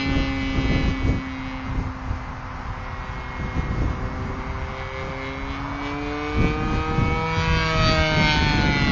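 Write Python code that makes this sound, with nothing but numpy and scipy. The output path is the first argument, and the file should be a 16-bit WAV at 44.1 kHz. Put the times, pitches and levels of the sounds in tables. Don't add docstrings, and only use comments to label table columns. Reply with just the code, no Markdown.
import sys
import numpy as np
from scipy import signal
from scipy.fft import rfft, irfft, next_fast_len
from scipy.io import wavfile
from scipy.ndimage import uniform_filter1d, map_coordinates

SR = 44100
rng = np.random.default_rng(int(sys.argv[2]) if len(sys.argv) > 2 else 0)


def transcribe(signal):
    frames = np.atleast_2d(signal).T
    limited = np.clip(frames, -1, 1)
    pcm = np.round(limited * 32767).astype(np.int16)
    wavfile.write(sys.argv[1], SR, pcm)


def undo_db(level):
    steps = np.asarray(level, float) / 20
    return 10 ** steps


N = 392931


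def unit(x):
    return x / np.sqrt(np.mean(x ** 2) + 1e-20)


def along(points, hz):
    f, v = np.transpose(points)
    return np.interp(np.log(hz + 1), np.log(f + 1), v)


def curves(rows):
    s, *cols = np.transpose(rows)
    return [np.interp(np.arange(N) / SR, s, c) for c in cols]


def wobble(rate):
    knots = rng.standard_normal(int(N * rate / SR) + 4)
    return map_coordinates(knots, [np.arange(N) * rate / SR], order=2)


def stretched(db, factor):
    return db.mean() + factor * (db - db.mean())


def filtered(x, response):
    m = next_fast_len(N + 8192)
    return irfft(rfft(x, m) * response(np.fft.rfftfreq(m, 1 / SR)), m)[:N]


def noise(spectrum):
    return unit(filtered(rng.standard_normal(N), lambda hz: undo_db(along(spectrum, hz))))


def swells(s, half_s, db):
    t = np.arange(0, N + 64, 64) / SR
    power = sum(undo_db(2 * d) * np.exp(-((t - c) / h) ** 2) for c, h, d in zip(s, half_s, db))
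    return np.interp(np.arange(N) / SR, t, power)


def engine():
    # time in seconds, firing rate as heard in Hz, bent by the plane's speed.
    pitch = [(0.0, 136.4), (0.375, 134.7), (1.125, 132.2), (1.5, 131.3), (2.25, 128.6), (3.0, 127.7),
             (3.625, 126.6), (4.125, 128.5), (4.55, 131.0), (5.03, 132.0), (5.35, 134.6), (5.9, 143.5),
             (6.6, 153.9), (7.2, 160.7), (7.5, 162.3), (8.0, 157.4), (8.3, 152.4), (8.91, 140.5)]
    # time in seconds, loudness set by distance in dB, treble lift while the pipe faces the field in dB.
    flight = [(0.0, -34.5, 0.5), (0.9, -39, 5), (1.15, -45.5, 4), (1.5, -46, 5.5), (2.0, -45, -8),
              (2.4, -49, -8.5), (2.85, -46.5, 3), (3.6, -43, 2), (4.0, -40.5, -8), (4.45, -42, -6),
              (4.8, -38.5, -5), (5.25, -42.5, 3.5), (5.65, -40.5, -1), (6.3, -34.5, -2.5), (7.1, -32.5, -6),
              (7.6, -26.5, -2.5), (8.3, -25, -2), (8.91, -31.5, 4.5)]
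    turns = np.cumsum(curves(pitch)[0] * (1 + 0.00071 * wobble(60))) / SR
    loud_db, lift_db = curves(flight)
    flash_db = pipe_flashes()
    buzz = shaft_orders(turns, loud_db, lift_db, flash_db)
    buzz = buzz + exhaust_hiss(turns, loud_db, lift_db + flash_db)
    return buzz + ground(buzz, soft_hz=2900) + np.sqrt(2) * drone(turns)


def pipe_flashes():
    # time in seconds, lift in dB.
    rolls = [(0.0, 5), (0.74, 2.5), (4.79, 5.5), (5.0, 5.5), (5.25, 4.5), (5.55, 6), (5.87, 7.5), (6.1, 3),
             (6.28, 4), (6.47, 4.5), (6.78, 3), (7.38, 2), (7.63, 0.5), (7.88, 4), (8.31, 3.5)]
    half_s = 0.051
    t = np.arange(N) / SR
    return sum(db * np.exp(-((t - s) / half_s) ** 2) for s, db in rolls)


def shaft_orders(turns, loud_db, lift_db, flash_db):
    # time in seconds, heading as a place between behind 0, side 1, ahead 2 and below 3.
    heading = [(1.9, 0.4), (2.8, 1.35), (4.6, 0.78), (5.9, 1.38), (6.5, 1.57), (7.2, 2), (7.6, 2.95)]
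    # low, middle, whine and top order group in dB.
    group_db = [
        (6, -6.5, -0.4, -0.5),
        (3, -0.5, 1.2, -9.5),
        (0.7, 1.5, 0.4, -10.5),
        (0.5, -0.75, 0.2, -7),
    ]
    grows = [0.97, 1, 1.08, 1.177]
    lift_share = [.05, .3, .95, 1.05]
    flash_share = [.05, .2, .45, 1.3]
    top_order = 50
    ticks = np.arange(0, N, 64)
    t = ticks / SR
    aspect = curves(heading)[0][ticks]

    levels_db = []
    for grow, lift, flash, by_heading in zip(grows, lift_share, flash_share, np.transpose(group_db)):
        db = stretched(loud_db, grow) + lift * lift_db + flash * flash_db + 1.24 * wobble(16)
        levels_db.append(db[ticks] + np.interp(aspect, np.arange(len(by_heading)), by_heading))
    dip_s, dip_lasts_s, dip_db = 5.66, 0.14, -14
    levels_db[0] = levels_db[0] + dip_db * np.exp(-((t - dip_s) / dip_lasts_s) ** 2)
    disc_s, disc_takes_s, swing_db = 7.8, 0.1, 5
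    odd_db = -swing_db * np.clip(aspect - 2, 0, 1) * np.tanh((t - disc_s) / disc_takes_s)

    knots = rng.standard_normal((top_order + 1, 200))
    tone = np.zeros(N)
    for k in range(3, top_order + 1):
        group = np.searchsorted([5, 12, 18], k)
        flicker = map_coordinates(knots[k], [t * 8])
        db = levels_db[group] + order_db(k, aspect) + (1.0 + 0.035 * k) * flicker
        if k in (7, 9, 11, 13):
            db = db + odd_db
        phase = 0.8 * knots[k, -1] + 0.006 * k * k
        level = np.interp(np.arange(N), ticks, np.sqrt(2) * undo_db(db))
        tone += level * np.sin(2 * np.pi * k * turns - phase)
    return tone


def order_db(k, aspect):
    orders_db = [
        (-17.5, -17.5, -25, -4.0, -13.5, -11.5, -12.5, -12.5, -7.5, -27, -17.5, -12, -7.5, -4.5, -9.0, -16.5, -10.5, -8, -11, -9, -12, -13.5, -18, -23.5, -19.0, -22, -17.5, -12),
        (-0.5, -12, -16, -9.0, -16.5, -7.0, -9.0, -7, -19.5, -30, -16, -21.5, -12, -2.5, -4.5, -18, -8.5, -11.5, -12, -8.5, -11, -10.5, -8, -13.5, -14.5, -15, -11, -16.5),
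        (-6.5, -6, -7.5, -6.5, -10.5, -4.5, -23, -16.5, -17.0, -18.5, -18, -1, -6.0, -10.5, -17.5, -21.5, -8.5, -5.5, -8.5, -11.5, -16.5, -8.5, -14.5, -14.5, -13.5, -16.5, -14.5, -15),
        (-13, -22.0, -16, -7.5, -13.5, -6.5, -12.5, -8, -19.5, -13, -18.5, -5.5, -11, -11, -15.5, -17.0, -8.5, -11, -14, -10.5, -10.5, -13.5, -13.0, -12.5, -22, -11, -4.5, -20.5),
    ]
    # centre order, width in orders, level in dB.
    rings = [(31, 1.1, -17), (36.7, .8, -17), (40.5, 1.2, -27), (44, .8, -24)]
    if k < 3 + len(orders_db[0]):
        return np.interp(aspect, np.arange(len(orders_db)), np.transpose(orders_db)[k - 3])
    k = k * (1 + 0.04 * np.clip(aspect - 2, 0, 1))
    power = sum(undo_db(2 * db) / (1 + ((k - c) / w) ** 4) for c, w, db in rings)
    return 10 * np.log10(power + undo_db(2 * -33))


def exhaust_hiss(turns, loud_db, treble_db):
    # frequency in Hz, level in dB per Hz.
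    hiss = [(800, -30.5), (1600, -1), (2300, -4.5), (3500, -6), (4500, -4), (5500, -12.5), (7000, -13.5)]
    puff = 1 + 0.8 * np.cos(2 * np.pi * turns)
    whine_db = loud_db + 0.68 * treble_db
    hiss_db = stretched(whine_db, 1.23) - 13.5
    return undo_db(hiss_db + 5.0) * unit(puff * noise(hiss))


def drone(turns):
    # time in seconds, exhaust beat in dB, heard once the plane is overhead.
    beat = [
        (0, -48),
        (6.9, -44.5),
        (7.2, -31),
        (7.5, -26),
        (8.91, -32),
    ]
    # time in seconds, propeller tone in dB.
    blades = [(0.0, -26.5), (0.8, -28.5), (1.8, -36), (2.3, -42.5), (3.1, -48), (4.0, -38.5), (4.6, -42.5),
              (4.8, -61), (5.2, -38), (6.0, -30.5), (6.8, -34), (7.15, -42), (7.6, -40), (8.0, -32.5),
              (8.35, -34.5), (8.6, -35), (8.91, -34)]
    # time in seconds, half length in seconds, tone four times a turn in dB.
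    snarl = [
        (5.05, 0.23, -42),
        (7.978, 0.19, -27.5),
    ]
    low = undo_db(curves(beat)[0]) * np.sin(2 * np.pi * turns)
    low = low + undo_db(curves(blades)[0]) * np.sin(4 * np.pi * turns)
    return low + np.sqrt(swells(*np.transpose(snarl))) * np.sin(8 * np.pi * turns)


def ground(direct, soft_hz):
    # time in seconds, lag of the ground path in ms.
    ground_lag = [(0.0, 3.42), (0.75, 3.48), (1.9, 3.78), (2.4, 3.9), (3.0, 4.18), (4.4, 4.18),
                  (5.35, 4.08), (5.8, 3.94), (6.35, 4.02), (6.85, 3.93), (7.3, 4.05), (7.55, 4.24),
                  (7.75, 4.57), (8.1, 5.06), (8.55, 5.58), (8.91, 5.64)]
    lag = curves(ground_lag)[0] * SR / 1000
    late = map_coordinates(direct, [np.arange(N) - lag], order=3)
    return 0.95 * filtered(late, lambda f: 1 / (1 + (f / soft_hz) ** 2))


def wind():
    # time in seconds, half length in seconds, rumble peak in dB, flutter peak in dB.
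    gusts = [(0.144, .06, -21.5, -26.5), (0.569, 0.032, -18, -25.5), (0.78, 0.11, -21.5, -27),
             (0.885, .03, -18, -38.5), (1.096, 0.057, -18.5, -26.5), (1.79, 0.09, -26, -38.5),
             (2.113, 0.041, -26, -40.5), (2.6, 0.084, -35.5, -53), (3.138, 0.039, -27.5, -49),
             (3.446, 0.036, -28, -36), (3.583, 0.028, -22, -32), (3.837, .15, -22.5, -33.5),
             (4.254, 0.11, -28, -36.5), (4.584, 0.11, -28, -43.5), (5.07, 0.055, -30.5, -41),
             (5.65, 0.1, -34.5, -52), (6.437, 0.064, -21, -28.5), (6.623, 0.032, -25, -26.5),
             (6.741, .04, -18, -29), (7.044, 0.099, -21.5, -29), (7.386, 0.026, -23, -36.5),
             (7.55, .08, -21.5, -37), (7.857, 0.079, -18.5, -30), (7.99, .03, -20.5, -36),
             (8.214, 0.064, -21, -26.5), (8.396, 0.054, -21.5, -29.5), (8.48, 0.029, -25, -28),
             (8.658, 0.15, -24, -26), (8.91, 0.044, -17, -23), (0.4, .1, -26.5, -44)]
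    # rumble in dB, flutter in dB.
    calm_db = [-33.5, -49.5]
    # frequency in Hz, level in dB per Hz.
    rumble_spectrum = [(15, -17), (30, -4), (60, -1.7), (100, -5), (150, -13), (250, -26), (500, -49.5)]
    # frequency in Hz, level in dB per Hz.
    flutter_spectrum = [(60, -31), (120, 0), (200, -2.5), (300, -8), (450, -15), (700, -22), (1200, -36.5),
                        (2500, -68)]
    s, half_s, *peaks_db = np.transpose(gusts)
    slow, quick = [np.sqrt(swells(s, half_s, db) + undo_db(2 * calm)) for db, calm in zip(peaks_db, calm_db)]
    eddies = wobble(30)
    rumble = slow * unit(undo_db(1.5 * eddies) * noise(rumble_spectrum))
    lumps = undo_db(1.7 * eddies + 2.3 * wobble(70))
    flutter = quick * undo_db(5.0) * unit(lumps * noise(flutter_spectrum))
    return rumble + flutter


def road():
    # frequency in Hz, level in dB per Hz.
    tyres = [(150, -28), (300, -17), (600, -5.5), (1050, 3), (1500, -3), (2200, -9.5), (3500, -23),
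             (5000, -21.5), (7000, -29.5)]
    start_db, rise_db, rise_s = -41, 3.5, 1.37
    car_s, car_lasts_s, car_db, car_top_hz = 5.76, 0.17, -32, 1700
    t = np.arange(N) / SR
    db = start_db + rise_db / (1 + np.exp(2 * (rise_s - t)))
    far = undo_db(db + 1.5 + 0.48 * wobble(5)) * noise(tyres)
    car = filtered(noise(tyres), lambda f: 1 / (1 + (f / car_top_hz) ** 4))
    return far + np.sqrt(swells([car_s], [car_lasts_s], [car_db])) * car


def scene():
    return (engine() + wind() + road())[None]


def thinned_treble(x, from_hz, coarse):
    hz, t, z = signal.stft(x, SR, window="cosine", nperseg=2816)
    hz, size = hz[:, None], np.abs(z)
    bands = rng.random((len(hz) // 8 + 1, len(t)))
    bands = np.repeat(bands, 8, axis=0).repeat(2, axis=1)[:len(hz), :len(t)]
    need = np.clip(hz / from_hz - 1, 0, 1)
    around = uniform_filter1d(size, 33, axis=0)
    keep = (size > coarse * need * (0.4 + bands) * around) & (bands > 0.07 * need)
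    top, spill = np.repeat(rng.random((2, len(t))), 3, axis=1)[:, :len(t)]
    busy = size[hz[:, 0] > from_hz].mean(0)
    busy = np.clip(np.log2(busy / np.median(busy)) / 2, 0, 1)
    below_top = hz < 6950 + 350 * top - 150 * busy
    spilled = (hz > 7600) & (spill < 0.95 - 0.7 * busy)
    keep &= below_top | spilled
    return signal.istft(z * keep, SR, window="cosine", nperseg=2816)[1][:N]


def low_pass(x):
    return signal.sosfilt(signal.butter(12, 8180, fs=SR, output="sos"), x)


def record(dry):
    # frequency in Hz, response in dB.
    lens = [(6600, -0.9), (7000, -6.5), (7350, -8), (7500, -17.5), (8200, -21), (8800, -53.5), (9200, -74)]
    heard = filtered(dry[0], lambda hz: undo_db(along(lens, hz)))
    mix = thinned_treble(heard, from_hz=2300, coarse=1.0)[None]
    return low_pass(mix)


dry = scene()
out = record(dry)
transcribe(out)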